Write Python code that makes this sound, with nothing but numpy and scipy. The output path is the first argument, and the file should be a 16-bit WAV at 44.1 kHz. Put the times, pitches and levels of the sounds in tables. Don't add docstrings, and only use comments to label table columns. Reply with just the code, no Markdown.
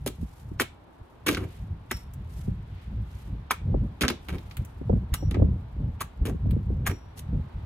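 import sys
import numpy as np
from scipy import signal
from scipy.fft import rfft, irfft, next_fast_len
from scipy.io import wavfile
from scipy.ndimage import uniform_filter1d

SR = 44100
rng = np.random.default_rng(int(sys.argv[2]) if len(sys.argv) > 2 else 0)


def wav_record(signal):
    frames = np.transpose(np.atleast_2d(signal))
    bounded = np.clip(frames, -1, 1)
    quanta = np.round(bounded * 32767).astype(np.int16)
    wavfile.write(sys.argv[1], SR, quanta)


N = 337365
CUTOFF_HZ = 15800


# rise/s, t/s, length/s, thud/dB, pulp/dB, pulp f/Hz, spray/dB
BLADE_CUTS = [(.002, 0.5985, 0.019, -27.5, -25.5, 2360, -27.5),
              (.001, 1.9112, 0.0032, -34, -28, 1800, -29.5),
              (.002, 3.5088, 0.0049, -33, -22.5, 1900, -27.5),
              (.002, 5.1380, 0.0034, -49, -28.5, 1500, -24), (0.0079, 6.0035, 0.013, -44.5, -32, 1620, -32),
              (0.0055, 6.8615, 0.016, -42, -28, 1570, -29.5)]
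def strokes(slit_s=.01, slit_re_pulp_db=-16):
    out, t = np.zeros((2, N)), seconds(size=2048)
    for rise_s, at_s, length_s, thud_db, pulp_db, pulp_hz, spray_db in BLADE_CUTS:
        slit = band(rng.standard_normal(len(t)) * (t / slit_s) * (t < slit_s), pulp_hz, pulp_hz * 2)
        add(out, at_s - slit_s, from_db(pulp_db + slit_re_pulp_db) * slit)
        bite = wet_blow(rise_s, length_s, thud_db, pulp_db, pulp_hz, spray_db,
                        body_hz=340, thud_decay_s=.0097)
        add(out, at_s, bite)
    return out


# f/Hz, width/Hz, gain/dB
MELON_MODES = [(1206, 280, -26.5), (1602, 110, -28), (2320, 130, -30)]
def wet_blow(rise_s, length_s, thud_db, pulp_db, pulp_hz, spray_db, body_hz, thud_decay_s):
    t = seconds(size=8192)
    tearing = rms_one(uniform_filter1d(rng.standard_normal(len(t)), size=70))
    spurts = rms_one(from_db(3 * tearing))
    push = widen(rng.standard_normal((2, len(t))), alike=.95) * swell(t, rise_s, length_s, thud_decay_s)
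    crush = widen(grains(len(t), spread_db=8.5), alike=.68)
    crush *= spurts * swell(t, rise_s, length_s, decay_s=.0066)
    spray = grains(len(t), spread_db=5.5) * spurts * swell(t, rise_s, length_s, decay_s=.0053)
    thud = band(push, body_hz / 1.67, body_hz * 1.39)
    pulp = band(crush, pulp_hz / 2.42, pulp_hz * 1.437)
    hollow = sum(from_db(db) * band(pulp, hz - width / 2, hz + width / 2) for hz, width, db in MELON_MODES)
    flesh = from_db(-1) * pulp + hollow
    squelch = from_db(-7.5) * band(widen(spray, alike=.6), low_hz=2900, high_hz=4700)
    mist = band(spray[0], low_hz=5900, high_hz=14300)
    return from_db(thud_db) * thud + from_db(pulp_db) * flesh + from_db(spray_db) * (squelch + mist)


# t/s, peak/dB, f/Hz, rise/cycles
RIND_CRACKS = [(0.0642, -19, 520, 0.45), (0.5985, -9, 1570, 0.55), (1.2832, -15, 2500, 1.2),
               (1.3703, -23.5, 1450, 1.6), (1.9113, -19, 1860, 0.92), (3.5083, -9.5, 1210, 0.71),
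               (4.0358, -18, 1520, 0.76), (4.0824, -16, 3500, 2.0), (6.0120, -22.5, 1120, 1.4),
               (6.8667, -18, 1770, 0.86)]
def cracks(tick_re_snap_db=-14, tick_decay_s=.0008, gap_s=.0035, loss_db=6, scatter=.25):
    out, t = np.zeros((2, N)), seconds(size=2048)
    for at_s, peak_db, hz, rise_cycles in RIND_CRACKS:
        tick = widen(rng.standard_normal((2, len(t))), alike=.5) * np.exp(-t / tick_decay_s)
        add(out, at_s, from_db(peak_db + tick_re_snap_db) * band(tick, low_hz=2600, high_hz=7000))
        snap_hz = hz
        for k, (gap_ratio, pitch_ratio) in enumerate(np.exp(scatter * rng.standard_normal((5, 2)))):
            age = t * snap_hz / rise_cycles
            snap = age * np.exp(1 - age) * np.sin(2 * np.pi * snap_hz * t)
            add(out, at_s, from_db(peak_db - k * loss_db) * snap)
            at_s += gap_s * gap_ratio
            snap_hz = hz * pitch_ratio
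    return out


# t/s, length/s, thud/dB, pulp/dB, pulp
# f/Hz, spray/dB
FALLING_PIECES = [(0.061, .018, -33.5, -37, 2860, -33), (1.2623, 0.03, -30.5, -26.5, 2190, -31),
                  (1.2823, 0.0022, -23, -24, 3500, -30), (1.298, 0.04, -32, -39, 2900, -43.5),
                  (1.3465, 0.0022, -33, -28, 3300, -44), (1.370, 0.0045, -31.5, -34, 2220, -41.5),
                  (1.385, 0.064, -38, -50.5, 1580, -61), (4.0089, 0.016, -28.5, -24, 2940, -32.5),
                  (4.031, 0.022, -30, -29.5, 1640, -47), (4.081, 0.002, -26, -19, 3500, -33.5),
                  (4.100, 0.005, -31, -29.5, 2300, -38.5), (4.284, 0.021, -40, -39.5, 1890, -52.5),
                  (4.323, 0.033, -37.5, -47.5, 1970, -59), (5.3105, 0.0012, -36, -36.5, 2690, -45.5),
                  (5.3433, 0.0033, -32, -32, 1700, -60), (6.2532, 0.015, -33, -40, 2200, -41.5),
                  (6.277, 0.02, -31, -48.5, 1700, -50), (6.895, 0.018, -34.5, -39.5, 1750, -50),
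                  (7.191, 0.0018, -53, -59, 2500, -39)]
def landings():
    out = np.zeros((2, N))
    for at_s, length_s, *blow in FALLING_PIECES:
        add(out, at_s, wet_blow(.09 * length_s, length_s, *blow, body_hz=284, thud_decay_s=.02))
    return out


# t/s, level/dB, treble re middle/dB
JUICE_DROPS = [(2.136, -54, 7), (4.285, -37, -5.5), (4.383, -43, -9.5), (4.511, -41, -13),
               (4.569, -36.5, 0), (4.6496, -51, 5.5), (6.5087, -42.5, -1)]
def drops(decay_s=.0061):
    out, t = np.zeros((2, N)), seconds(size=4096)
    for at_s, level_db, treble_db in JUICE_DROPS:
        splash = grains(len(t), spread_db=-1.5) * np.exp(-t / decay_s)
        middle = band(splash, low_hz=1200, high_hz=4430)
        treble = from_db(treble_db) * band(splash, low_hz=4600, high_hz=CUTOFF_HZ)
        add(out, at_s, from_db(level_db) * (middle + treble))
    return out


# t/s, level/dB, t60/s, time until damped/s, pitch ratio (flat when pulp clings)
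BLADE_RINGS = [(1.914, -36, .25, .19, .981), (5.138, -52, .9, .145, 1), (6.885, -47.5, .45, .24, 1)]
# f/Hz, level/dB, share of t60
BLADE_MODES = [(5568, 0, .45), (5610, 0, 1.0), (5790, -4, .3), (14230, -7, .4)]
def blade_ring(wavers_per_s=45, doppler=.0018, turn_db=1.2):
    out, t = np.zeros((2, N)), seconds(size=32768)
    quadrature = np.array([[0], [np.pi / 2]])
    for at_s, level_db, t60_s, free_s, pitch_ratio in BLADE_RINGS:
        swing, turn = drift(wavers_per_s)[:len(t)], drift(wavers_per_s)[:len(t)]
        warped_s = np.cumsum(1 + doppler * swing) / SR
        gate = swell(t, rise_s=.025, length_s=free_s, decay_s=.0153)
        for hz, mode_db, share in BLADE_MODES:
            phase = rng.uniform(0, 2 * np.pi) + quadrature
            fade = from_db(level_db + mode_db + turn_db * turn - 60 * t / (t60_s * share))
            add(out, at_s, fade * gate * np.sin(2 * np.pi * hz * pitch_ratio * warped_s + phase))
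    return out


# f/Hz, left lead/rad
PORT_LEAD = [(2000, 0), (3500, 2.1), (5500, 2.1), (8500, -3.5), (15500, -16)]
def ports(x):
    size = next_fast_len(N)
    lead_rad = np.interp(np.arange(size // 2 + 1) * SR / size, *np.transpose(PORT_LEAD))
    shift = np.exp(1j * lead_rad / 2 * np.array([[1], [-1]]))
    return irfft(rfft(x, size) * shift, size)[:, :N]


# f/Hz, t60/s
TAIL_DECAY = [(1000, 0.13), (3500, 0.3), (15000, 0.12)]
def garden_echo(x, near_db=-12.5, near_decay_s=.015, far_db=-16, far_rise_s=.01, lowpass_hz=9600):
    t, edges_hz = seconds(size=20000), np.geomspace(120, 18000, 8)
    tail = 0
    for low, high in zip(edges_hz, edges_hz[1:]):
        fade = from_db(-60 * t / at_hz(TAIL_DECAY, np.sqrt(low * high)))
        tail += band(rng.standard_normal((2, len(t))), low, high) * np.sqrt(high - low) * fade
    pole = np.exp(-2 * np.pi * lowpass_hz / SR)
    tail = signal.lfilter([1 - pole], [1, -pole], tail * np.minimum(t / far_rise_s, 1))
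    near = grains(len(t), spread_db=14) * (t > .002) * np.exp(-t / near_decay_s)
    response = (from_db(near_db) * rms_one(near) + from_db(far_db) * rms_one(tail)) / np.sqrt(len(t))
    return signal.fftconvolve(x, response, axes=1)[:, :N]


# t/s, level/dB
BREEZE_LEVELS = [(0, -40.5), (.42, -51.5), (1.18, -55), (1.32, -36.5), (2.06, -45), (2.41, -31),
                 (2.65, -47.5), (2.95, -38), (3.5, -40), (3.98, -47.5), (5.21, -35.5), (5.28, -27),
                 (5.5, -25), (5.64, -38.5), (6.17, -39), (6.29, -27.5), (7.11, -44), (7.65, -36.5)]
# peak t/s, half length/s, level/dB
GUST_SWELLS = [(0.228, 0.035, -30.5), (0.529, 0.11, -37.5), (1.013, 0.015, -39.5), (1.72, 0.029, -29.5),
               (1.96, 0.014, -29), (2.503, 0.05, -27.5), (2.743, 0.037, -33), (2.89, .025, -31),
               (3.0, 0.051, -28.5), (3.158, .015, -34), (3.33, 0.025, -30.5), (3.756, 0.11, -22),
               (4.046, 0.017, -25.0), (4.341, 0.046, -29.5), (4.606, 0.027, -25.5), (4.938, 0.067, -21),
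               (5.132, 0.012, -20), (5.425, 0.042, -17), (5.84, 0.079, -26), (6.222, 0.012, -19.5),
               (6.533, 0.062, -21.5), (6.722, 0.096, -25.5), (6.903, 0.025, -25.5), (7.356, 0.071, -24.5),
               (7.569, 0.018, -26.5)]
def wind_strength_db(waver_db=4, wavers_per_s=22):
    breeze_db, = in_time(BREEZE_LEVELS)
    breeze = from_db(breeze_db + waver_db * drift(wavers_per_s))
    gusts = [from_db(db) * bell(at_s, half_s) for at_s, half_s, db in GUST_SWELLS]
    return 10 * np.log10(breeze ** 2 + sum(gust ** 2 for gust in gusts))


# f/Hz, relative density/dB
RUMBLE_SPECTRUM = [(15, -36.5), (30, -5.5), (55, 8), (90, 7), (135, 0), (200, -11), (600, -65)]
FLUTTER_SPECTRUM = [(70, -12), (130, 1.5), (190, 2.5), (330, -12.5), (600, -22.5), (2000, -91.5)]
def wind(flutter_db=-23.5, flutter_growth=1.345, lumps_db=4.5):
    strength_db = wind_strength_db()
    rumble = noise(RUMBLE_SPECTRUM, channels=1)
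    rumble /= np.sqrt(uniform_filter1d(rumble ** 2, size=1800) + .0067)
    sustained_db = uniform_filter1d(strength_db, size=3500) - strength_db.max()
    flutter = widen(noise(FLUTTER_SPECTRUM, channels=2), alike=1 - 2 * from_db(sustained_db) ** 2)
    flutter *= from_db(lumps_db * drift(per_s=60))
    return from_db(strength_db) * rumble + from_db(flutter_db + flutter_growth * sustained_db) * flutter


# t/s, peak/dB, initial top f/Hz
EDDY_PUFFS = [(0.223, -21, 333), (0.513, -27, 350), (2.476, -20, 420), (3.739, -14, 760), (4.809, -24, 520),
              (4.894, -12, 720), (4.927, -19, 640), (5.225, -25, 700), (5.366, -18, 680),
              (5.394, -18.5, 700), (5.418, -13, 780), (5.484, -22.5, 563), (6.345, -21, 380),
              (6.455, -19, 390), (6.563, -17.5, 440), (6.700, -22.5, 440)]
def eddies(rise_s=.0036, band_ratio=4.2, slowing_s=.03):
    out, t = np.zeros((2, N)), seconds(size=4096)
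    slowed_s = slowing_s * np.log1p(t / slowing_s)
    for at_s, peak_db, top_hz in EDDY_PUFFS:
        push = rng.standard_normal((2, len(t))) * t / rise_s * np.exp(-t / rise_s)
        low_hz = top_hz / band_ratio
        swirl = band(band(push, low_hz, top_hz), low_hz, top_hz)
        puff = widen([rms_one(np.interp(slowed_s, t, row)) for row in swirl], alike=.37)
        add(out, at_s, from_db(peak_db) * puff / np.abs(puff).max())
    return out


# t/s, traffic/dB, branches/dB
GARDEN_LEVELS = [(0.0, -59, -66.5), (0.9, -54.5, -67), (2.77, -57.5, -62), (4.15, -54, -63),
                 (6.85, -55, -64.5), (7.65, -52, -60.5)]
# f/Hz, relative density/dB
TRAFFIC_SPECTRUM = [(30, -5), (100, -0.5), (250, 10.5), (550, 3), (900, 5.5), (1400, -4), (5000, -44.5)]
BRANCH_SPECTRUM = [(700, -0.5), (1500, 6), (3800, -2), (9000, -29.5)]
def traffic_and_branches():
    traffic_db, branches_db = in_time(GARDEN_LEVELS)
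    traffic = from_db(traffic_db) * widen(noise(TRAFFIC_SPECTRUM, channels=2), alike=.24)
    branches = from_db(branches_db) * noise(BRANCH_SPECTRUM, channels=2)
    return traffic + branches


# centre t/s, half length/s, hiss/dB, rub/dB
SOFT_SWISHES = [(.3, .2, -67, -76), (1.528, 0.1, -64, -61.5), (1.975, 0.055, -56, -65),
                (2.388, 0.087, -60, -72), (2.8, 0.096, -81.5, -62), (3.193, 0.097, -65, -65),
                (4.37, 0.31, -70, -66.5), (7.183, 0.012, -48.5, -66)]
# f/Hz, relative density/dB
HISS_SPECTRUM = [(2500, 6.5), (7000, 5.5), (13500, 5.5), (16000, -12.5)]
def rustle(leaves_db=-77, flicker_db=2.8):
    hiss_gain, rub_gain = from_db(leaves_db), 0
    for at_s, half_s, hiss_db, rub_db in SOFT_SWISHES:
        shape = bell(at_s, half_s)
        hiss_gain += from_db(hiss_db) * shape
        rub_gain += from_db(rub_db) * shape
    cloth = band(grains(N, spread_db=6.5), low_hz=1500, high_hz=3595)
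    hiss = from_db(flicker_db * drift(per_s=130)) * noise(HISS_SPECTRUM, channels=2)
    return rub_gain * cloth + hiss_gain * hiss


def narrow_bass(x, mono_below_hz=190):
    mid, side = (x[0] + x[1]) / 2, (x[0] - x[1]) / 2
    side = signal.sosfilt(signal.butter(4, mono_below_hz, "high", fs=SR, output="sos"), side)
    return np.array([mid + side, mid - side])


def from_db(db):
    return 10 ** (np.asarray(db) / 20)


def rms_one(x):
    return x / np.sqrt(np.mean(x ** 2) + 1e-20)


def seconds(size):
    return np.arange(size) / SR


def in_time(rows):
    times_s, *columns = np.transpose(rows)
    return [np.interp(seconds(N), times_s, column) for column in columns]


def at_hz(points, hz):
    points_hz, values = np.transpose(points)
    return np.interp(np.log(np.maximum(hz, 1)), np.log(points_hz), values)


def band(x, low_hz, high_hz):
    high_hz = min(high_hz, .45 * SR)
    low_hz = min(low_hz, .9 * high_hz)
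    sos = signal.butter(2, [low_hz, high_hz], "band", fs=SR, output="sos")
    return signal.sosfilt(sos, x + 1e-18) * np.sqrt(SR / 2 / (high_hz - low_hz))


def noise(spectrum, channels):
    size = next_fast_len(N)
    hz, top_hz = np.arange(size // 2 + 1) * SR / size, spectrum[-1][0]
    gain = from_db(at_hz(spectrum, hz)) * (top_hz / np.maximum(hz, top_hz)) ** 2
    white = rng.standard_normal((channels, size))
    return rms_one(irfft(rfft(white) * gain, size)[:, :N])


def grains(size, spread_db):
    white = rng.standard_normal((2, size))
    sizes_db = spread_db * np.clip(rng.standard_normal((2, size)), -2, 2)
    return rms_one(white * from_db(sizes_db))


def drift(per_s):
    knots = rng.standard_normal(4096)
    return rms_one(np.interp(seconds(N) * per_s, np.arange(len(knots)), knots))


def swell(t, rise_s, length_s, decay_s):
    return np.minimum(t / max(rise_s, 1e-4), 1) * np.exp(-np.maximum(t - length_s, 0) / decay_s)


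def bell(at_s, half_s):
    return np.exp(-((seconds(N) - at_s) / half_s) ** 2)


def widen(pair, alike):
    alike = np.clip(alike, 0, 1)
    return np.sqrt((1 + alike) / 2) * pair[0] + np.sqrt((1 - alike) / 2) * pair[1] * np.array([[1], [-1]])


def add(out, at_s, sound):
    start = int(np.clip(round(at_s * SR), 0, N - 1))
    out[:, start:start + sound.shape[-1]] += sound[..., :N - start]


def scene():
    fruit = ports(strokes() + landings() + cracks() + drops())
    echo = garden_echo(fruit)
    buffeting = wind() + eddies()
    garden = traffic_and_branches() + rustle()
    return narrow_bass(fruit + echo + blade_ring() + buffeting + garden)


def record(dry):
    return signal.sosfilt(signal.ellip(10, .1, 80, CUTOFF_HZ, fs=SR, output="sos"), dry)


dry = scene()
out = record(dry)
wav_record(out)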